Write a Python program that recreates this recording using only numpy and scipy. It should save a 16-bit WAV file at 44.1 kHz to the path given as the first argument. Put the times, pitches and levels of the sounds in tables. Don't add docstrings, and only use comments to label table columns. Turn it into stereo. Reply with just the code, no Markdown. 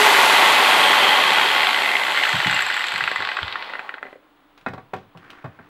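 import sys
import numpy as np
from scipy import signal
from scipy.fft import rfft, irfft, next_fast_len
from scipy.io import wavfile
from scipy.ndimage import map_coordinates

SR = 44100
rng = np.random.default_rng(int(sys.argv[2]) if len(sys.argv) > 2 else 0)


def dump_mix(stems):
    frames = np.atleast_2d(stems).T
    limited = np.clip(frames, -1, 1)
    pcm = np.round(limited * 32767).astype(np.int16)
    wavfile.write(sys.argv[1], SR, pcm)


N = 250913
T = np.arange(N) / SR
RING_T = T[:SR // 3]
BARS = 24
QUIET_DB = -57.5
TOP_HZ = 15950

# time_s, speed_turns_per_s
SHAFT_SPEED = [(0, 423), (.35, 361), (.6, 325.5), (.87, 290.5), (1.18, 253), (1.5, 217), (1.73, 193),
               (2.05, 162.5), (2.22, 145.5), (2.55, 116), (2.77, 97.3), (3.08, 73), (3.5, 44), (4.2, 0)]
# time_s, fan_db, bearings_db, brushes_db
RUNNING_LEVELS = [(0.0, -17, -16, -33.5), (1.08, -19, -16.5, -40.5), (1.19, -19.5, -17.5, -42),
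                  (1.61, -24, -18, -45.5), (2.07, -27.5, -23, -49), (2.43, -30, -23.5, -51),
                  (2.72, -35.5, -25.5, -57), (2.96, -37, -28, -58), (3.21, -35.5, -31, -65),
                  (3.69, -38, -38, -74), (3.89, -41, -51, -76.5), (4.0, -50, -59.5, -85),
                  (4.13, -54, -57.5, -79), (4.25, -60, -62.5, -84)]
# time_s, low_tone_db, high_tone_db
SINGING_LEVELS = [(0.0, -22, -38), (1.0, -35, -17), (1.11, -27, -17), (1.19, -31, -22), (1.51, -42, -20),
                  (1.54, -23, -25), (1.9, -18.5, -34), (1.96, -14.5, -59), (2.14, -31, -44),
                  (2.17, -12, -31.5), (2.45, -29, -50)]
# pitch_hz, level_db
FAN_COLOUR = [(30, -49), (70, -38.5), (140, -15.5), (250, -9), (420, -4.5), (650, 0), (900, 6), (1300, 0.5),
              (2200, -10), (4000, -33.5), (8000, -49)]
# pitch_hz, level_db
BEARING_COLOUR = [(100, -46), (400, -30), (800, -3), (1500, -3), (2400, 0.5), (3300, -2), (4300, -6),
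                  (5200, -17), (6400, -35), (9000, -62), (15000, -62)]
# pitch_hz, level_db
BRUSH_COLOUR = [(1500, -19.5), (4000, 5.5), (5500, 3), (7200, 3), (9000, 0), (10200, -0.5), (11800, 0.5),
                (13500, -4), (15800, -18)]
# pitch_hz, level_db
CLACK_COLOUR = [(60, -46), (250, -18), (500, -11), (900, -9.5), (1550, 2), (2100, -3.5), (2900, -2),
                (4200, -8), (5300, -30.5), (6900, -23), (7600, -12), (8050, -16.5), (8700, -38),
                (10800, -37), (11700, -28.5), (12800, -36.5), (15500, -54.5)]
# pitch_hz, width_hz, level_db (against the broad colour)
HOUSING_MODES = [(396.7, 13, 1.5), (583.4, 21, -3), (749.5, 23, -3), (858.4, 18, 2), (1103, 26, 2.5),
                 (1430, 60, -3.5), (1587, 23, -4), (1843, 40, -1.5), (2015, 49, 6), (2270, 22, -13.5),
                 (2544, 81, -8.5), (3170, 120, -10.5), (3450, 75, -8.5), (4330, 90, -10)]
# order (cycles per shaft turn), level_db, band_centre_hz, band_width_octaves
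WHINE_ORDERS = [(1, -22, 430, .11), (24, -28, 2950, .16), (24, -44, 5000, .2), (29, -40, 8750, .07),
                (29, -45, 10300, .22), (44, -53, 6200, .1), (48, -53, 6300, .13)]
# speed_turns_per_s, power_share (0 to 1)
RATTLE_SHARE = [(95, .03), (140, .25), (165, .6), (220, .5), (300, .25), (420, .15)]
# pitch_hz, level_db
LIGHT_BLOW_COLOUR = [(1500, -2), (2400, 2.5), (3300, 2), (4500, -2), (7000, -6.5), (9000, -4.5)]
# start_s, level_db, ping_db, bright_db, knock_db
GEAR_CLACKS = [(2.1052, -8, -30, -16, -32), (2.1456, -6, -35, -12, -29), (2.1606, -6, -29, -7, -26),
               (2.1736, -3.5, -23, -12, -25), (2.1884, -5.5, -27, -11, -31), (2.2349, 0.5, -39, -10, -36),
               (2.2504, -3, -37, -17, -31), (2.2664, -4, -31, -26.5, -26), (2.2903, -3, -24, -17, -27),
               (2.3277, -2.5, -28, -13, -36), (2.3534, -6, -25, -11, -22), (2.3654, -11, -24, -22, -30),
               (2.4005, -2.5, -30, -12, -35), (2.4144, -6.5, -26, -18, -39),
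               (2.4463, -2.5, -32, -19, -21.5), (2.4689, -1.5, -23, -11, -25), (2.4953, -3, -37, -16, -23),
               (2.5104, -4.5, -22, -14, -36), (2.5263, -1.5, -35, -20, -28), (2.5442, -7.5, -18, -17, -45),
               (2.5632, -2.5, -35, -12, -39), (2.5754, -6, -30, -23, -26), (2.5904, -2, -29, -12, -38),
               (2.6054, -3, -26, -20, -43), (2.6204, -3.5, -22, -17, -31), (2.6638, -6, -21, -23, -35),
               (2.6873, -13, -17, -15, -26), (2.7003, -2.5, -27, -15.5, -36), (2.7413, -5.5, -23, -12, -40),
               (2.7647, -4.5, -24, -31, -30), (2.7762, -8, -30, -19, -27), (2.7924, -10, -28, -22, -25),
               (2.8064, -5.5, -28, -25, -39), (2.8204, -11, -28, -5, -26), (2.8405, -3.5, -29, -10, -35),
               (2.8674, -12, -18, -6, -24), (2.8834, -7, -25, -9, -44), (2.9189, -6, -28, -27, -34),
               (2.9388, -10, -22, -15, -27), (2.9583, -5, -32, -13, -35), (2.9787, -8, -21, -15, -31),
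               (3.0062, -1, -36, -24, -30), (3.0381, -4, -32, -12, -34), (3.0756, -0.5, -41, -24, -28),
               (3.114, -5.5, -30, -15, -17), (3.1587, -2.5, -34, -27, -25), (3.2033, -7.5, -40, -22, -19),
               (3.2222, -7, -34, -11, -20), (3.2492, -7.5, -37, -3, -36), (3.2721, -8, -39, -9, -25),
               (3.2886, -6, -41, -8, -24), (3.3155, -6, -41, -12, -26), (3.3679, -5, -43, -13, -26),
               (3.3878, -5.5, -48, -31, -23), (3.4293, -7.5, -36, -11, -25), (3.4791, -11, -39, -9, -30),
               (3.5245, -11, -38, -2, -23), (3.5555, -6, -53, -27, -23), (3.6233, -12, -48, -10, -24),
               (3.6951, -16.5, -41, -33, -21), (3.7351, -10.5, -49, -16, -18),
               (3.7525, -10.5, -51, -31, -19), (3.7928, -10, -42, -24, -20), (3.8912, -10, -54, -27, -38),
               (3.9396, -13, -49, -18.5, -15), (3.9805, -19.5, -56, -33, -22),
               (4.0277, -11, -48, -30, -15.5), (4.0524, -19.5, -54, -27, -5), (4.0664, -24, -52, -26, -18),
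               (4.0824, -29, -50, -25, -10), (4.1077, -36, -47, -20, -16), (4.1277, -22.5, -53, -36, -12),
               (4.1551, -25.5, -38, -33, -1)]
# start_s, level_db, sway_db
SETTLING_THUDS = [(2.335, -18, -41), (2.459, -16, -47), (2.524, -29, -41), (2.936, -32.5, -53),
                  (3.018, -33, -57), (3.185, -35, -51), (3.42, -32, -39)]
# start_s, peak_db (not used), thud_db, board_db, case_db, tick_db
BENCH_CONTACTS = [(4.574, -42, -64, -54, -52, -50), (4.608, -47.5, -61, -56, -54, -54.5),
                  (4.661, -33, -29, -25, -21.5, -45), (4.682, -18, -34, -36, -33, -44),
                  (4.733, -25, -38, -33, -37.5, -46.5), (4.777, -32, -43, -35, -39, -56),
                  (4.933, -23.5, -35, -23, -30, -39), (4.96, -31, -39, -44, -48, -49),
                  (4.983, -33, -48, -57, -64, -56.5), (5.028, -37, -54.5, -57.5, -55, -64),
                  (5.148, -35.5, -44, -42.5, -62, -73), (5.17, -34, -53, -48, -50, -49.5),
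                  (5.239, -35, -57, -58, -46, -61.5), (5.3, -25, -53, -49.5, -43.5, -41.5),
                  (5.441, -24, -33.5, -30.5, -36.5, -54.5), (5.455, -26, -35, -44, -41, -56),
                  (5.588, -30, -44, -42.5, -40.5, -78)]
# pitch_hz, level_db, fade_by_60_db_s
BENCH_MODES = [(123.2, -4, 0.1), (168.5, -3.5, 0.17), (205, -12, 0.12), (243, -5.5, .09),
               (295, -5.5, 0.068)]
# pitch_hz, level_db, fade_by_60_db_s
FRAME_MODES = [(72, 2, .1), (94, 2, 0.12), (114, -9, 0.44)]
# pitch_hz, level_db, fade_by_60_db_s
BOARD_MODES = [(372, -6.5, 0.11), (426, -8.5, 0.12), (485, -8, 0.13), (672, -3.5, 0.09), (755, -6.5, 0.12),
               (825, -9.5, .06), (987, -5, 0.047), (1140, -5, 0.076)]
# pitch_hz, level_db, fade_by_60_db_s
CASE_MODES = [(1360, -1.5, .08), (1460, -1, 0.067), (1575, -1, 0.083), (1650, -6.5, 0.055),
              (1850, -14.5, 0.057), (2170, -20, 0.081), (2534, -14.5, 0.082), (3600, -22.5, .1),
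              (3940, -22.5, 0.088)]
# pitch_hz, level_db
TICK_COLOUR = [(1000, -25), (2500, 5.5), (3700, 0.5), (5500, -11.5), (8000, -18.5), (13000, -25),
               (16000, -24)]
# time_s, level_db
SLIDE_LEVELS = [(5.1, -72), (5.216, -53), (5.336, -48.5), (5.408, -52.5), (5.566, -59.5), (5.69, -54)]
# pitch_hz, level_db
SCRAPE_COLOUR = [(180, -18.5), (300, -4.5), (669, -22.5), (712, -11.5), (1560, -6), (1690, -9.5),
                 (1830, -7.5), (2070, -13), (12000, -54.5), (15600, -71), (22000, -120)]
# pitch_hz, level_db
HUSH_COLOUR = [(15, -29.5), (25, 3.5), (27, -16), (71, -26.5), (98, -19.5), (250, -17.5), (293, -1.5),
               (344, -14.5), (1120, -12.5), (2300, -21.5), (3540, -24.5), (5720, -41.5), (15000, -43.5)]
# pitch_hz, fade_by_60_db_s
ROOM_FADE = [(150, 0.4), (1500, 0.2), (5000, 0.39), (14000, .12)]


def amp(db):
    return 10 ** (np.asarray(db) / 20)


def unit(x):
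    return x / np.sqrt(np.mean(x ** 2) + 1e-20)


def unit_start(x):
    return x / np.std(x[:SR * 3 // 100])


def along(points, hz):
    pitch_hz, value = np.transpose(points)
    return np.interp(np.log(hz + 1), np.log(pitch_hz + 1), value)


def curves(rows):
    time_s, *columns = np.transpose(rows)
    return [np.interp(T, time_s, column) for column in columns]


def wobble(rate):
    return map_coordinates(rng.standard_normal(int(N * rate / SR) + 4), [T * rate])


def filtered(x, gain):
    size = 2 * next_fast_len(len(x) // 2 + 8192)
    log_gain = np.log(np.maximum(gain(np.fft.rfftfreq(size, 1 / SR)), 1e-6))
    cepstrum = irfft(log_gain)
    cepstrum[1:size // 2] *= 2
    cepstrum[size // 2 + 1:] = 0
    return irfft(rfft(x, size) * np.exp(rfft(cepstrum)), size)[:len(x)]


def colour(points):
    return lambda hz: amp(along(points, hz))


def housed(points):
    def gain(hz):
        peaks = sum(amp(db) / (1 + (2 * (hz - f) / width) ** 2) for f, width, db in HOUSING_MODES)
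        return colour(points)(hz) * (1 + peaks)
    return gain


def clack_colour(hz):
    return housed(CLACK_COLOUR)(hz)


def noise(gain, flutter=1):
    return unit(filtered(rng.standard_normal(N) * flutter, gain))


def add(track, start_s, x):
    part = track[max(round(start_s * SR), 0):][:len(x)]
    part += x[:len(part)]


def fan(fan_db):
    return amp(fan_db + 0.5) * noise(housed(FAN_COLOUR), amp(1.8 * wobble(300)))


def jolts(speed):
    rate = np.maximum(speed / 3.2, 66) * amp(1.5 * wobble(70))
    blows = np.diff(np.floor(np.cumsum(rate) / SR), prepend=0) * rng.uniform(.65, 1, N)
    fade = amp(-60 * RING_T / .012) + amp(-8 - 60 * RING_T / .04)
    return signal.fftconvolve(blows, fade)[:N]


def gearbox(bearing_db, speed, beat, shaking):
    share = np.interp(speed, *np.transpose(RATTLE_SHARE))
    rolling = noise(housed(BEARING_COLOUR), beat * amp(1.0 * wobble(700)))
    rattle = noise(lambda hz: clack_colour(hz) * colour(LIGHT_BLOW_COLOUR)(hz), shaking)
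    return amp(bearing_db) * (np.sqrt(1 - share) * rolling + np.sqrt(share) * rattle)


def brushes(brush_db, beat):
    return amp(brush_db + 7.5) * noise(colour(BRUSH_COLOUR), beat * amp(0.96 * wobble(900)))


def shaken_mode(shaking, centre_hz, width_hz):
    def gain(hz):
        offset = hz - centre_hz
        return 1 / np.hypot(1, 2 * offset / width_hz) * np.exp(-(offset / 500) ** 2)
    return noise(gain, shaking + .3)


def singing(shaking):
    low_db, high_db = curves(SINGING_LEVELS)
    low = amp(low_db - 6) * shaken_mode(shaking, centre_hz=2070, width_hz=130)
    high = amp(high_db - 6) * shaken_mode(shaking, centre_hz=3200, width_hz=120)
    return low + high


def wheel_ping(speed, shaking):
    swell = np.exp(-((speed - 125) / 55) ** 2) * (speed > 45)
    return amp(-49) * swell * shaken_mode(shaking, centre_hz=7750, width_hz=650)


def coasting(speed, turns):
    fan_db, bearing_db, brush_db = curves(RUNNING_LEVELS)
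    beat = 1 + 0.12 * np.cos(2 * np.pi * turns)
    shaking = jolts(speed)
    running = fan(fan_db) + gearbox(bearing_db, speed, beat, shaking)
    running += brushes(brush_db, beat) + wheel_ping(speed, shaking)
    return running * np.clip(speed / 6, 0, 1) + singing(shaking) * np.clip(speed / 40 - 3, 0, 1)


def whine(speed, turns):
    def line(order, db, centre_hz, octaves, waver_db):
        distance = np.log2((order * speed + 1) / centre_hz) / octaves
        level = amp(db + waver_db * wobble(45)) * np.exp(-.5 * distance ** 2)
        return level * np.sin(2 * np.pi * order * turns)
    strong = sum(line(*row, waver_db=3) for row in WHINE_ORDERS)
    comb = sum(line(k, -63 + 3 * rng.normal(), 8000, .45, 4) for k in range(33, 63))
    bars = sum(line(BARS * k, -45 - 1.9 * k - .14 * k * k, 13900, .11, 4) for k in range(2, 10))
    return strong + comb * np.minimum(speed / 170, 1.5) + bars


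def background():
    whistle = amp(-75) * np.sin(2 * np.pi * 15720 * T)
    return amp(QUIET_DB) * noise(colour(HUSH_COLOUR)) + whistle


def clack(crack_t60, ring_t60, ring_db):
    t = T[:SR // 12]
    fade = amp(-60 * t / crack_t60) + amp(ring_db - 60 * t / ring_t60)
    return rng.standard_normal(len(t)) * fade


def gears():
    out = np.zeros(N)
    for start_s, db, ping_db, bright_db, knock_db in GEAR_CLACKS:
        tilt = [(550, 1.56 * (knock_db + 20)), (1100, 0), (2000, 0), (3400, 0.77 * (bright_db + 7.5)),
                (5000, bright_db + 13), (7300, .9 * (ping_db + 21.5))]
        impact = clack(crack_t60=.018, ring_t60=.05, ring_db=-11)
        impact[0] += 5
        hit = filtered(impact, lambda hz: clack_colour(hz) * colour(tilt)(hz))
        add(out, start_s + 0.00091, amp(db + 9.5) * hit / np.linalg.norm(hit))
    return out


def room(x):
    hz, t, grains = signal.stft(rng.standard_normal(SR // 2), SR, nperseg=256)
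    fade = amp(-60 * t / along(ROOM_FADE, hz)[:, None])
    tail = signal.istft(grains * fade, SR, nperseg=256)[1]
    delayed = np.pad(tail / np.linalg.norm(tail), (SR // 200, 0))
    return signal.fftconvolve(x, delayed)[:N]


def ring(modes, scatter_db):
    x = 0
    for hz, db, t60 in modes:
        level = amp(db + scatter_db * rng.normal() - 60 * RING_T / t60)
        x = x + level * rng.choice([-1, 1]) * np.sin(2 * np.pi * hz * RING_T)
    return unit_start(x)


def clatter(centre_hz, octaves, t60):
    burst = rng.standard_normal(len(RING_T)) * amp(-60 * RING_T / t60)
    band = lambda hz: 1 / (1 + (np.log2((hz + 1) / centre_hz) / octaves) ** 4)
    return unit_start(filtered(burst, band))


def knocks():
    out, ticks = np.zeros(N), np.zeros(N)
    swing = 1 - np.exp(-RING_T / 0.0097)
    for start_s, db, sway_db in SETTLING_THUDS:
        thud = amp(db - 6.5) * ring(BENCH_MODES, scatter_db=0.5)
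        sway = amp(sway_db + 3.5) * ring(FRAME_MODES, scatter_db=6)
        add(out, start_s, swing * (thud + sway))
    for start_s, _, thud_db, board_db, case_db, tick_db in BENCH_CONTACTS:
        bench = ring(BENCH_MODES, scatter_db=5)
        bench = swing * (bench + amp(-7.5) * clatter(centre_hz=129.4, octaves=0.55, t60=0.19))
        board = ring(BOARD_MODES, scatter_db=3) + clatter(centre_hz=740, octaves=0.72, t60=0.094)
        case = ring(CASE_MODES, scatter_db=2.5)
        case = case + amp(-3) * clatter(centre_hz=1530, octaves=0.53, t60=0.12)
        knock = amp(thud_db + 0.5) * bench + amp(board_db - 8.5) * board + amp(case_db - 10) * case
        add(out, start_s + 0.0013, knock)
        tick = clack(crack_t60=0.0065, ring_t60=0.083, ring_db=-5)
        add(ticks, start_s + 0.0037, amp(tick_db + 10) * tick)
    return out + filtered(ticks, colour(TICK_COLOUR))


def slide():
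    fade_in = np.interp(T, [5.12, 5.21], [0, 1])
    level = amp(curves(SLIDE_LEVELS)[0] + 1.0)
    return fade_in * level * noise(colour(SCRAPE_COLOUR), amp(3 * wobble(250)))


def scene():
    speed = curves(SHAFT_SPEED)[0]
    turns = np.cumsum(speed * (1 + .0012 * wobble(90))) / SR
    hits = gears() + knocks()
    mono = coasting(speed, turns) + whine(speed, turns) + background()
    mono += hits + amp(-11) * room(hits) + slide()
    return np.array([mono, mono])


def record(dry):
    return irfft(rfft(dry) * (np.fft.rfftfreq(N, 1 / SR) < TOP_HZ), N)


dry = scene()
out = record(dry)
dump_mix(out)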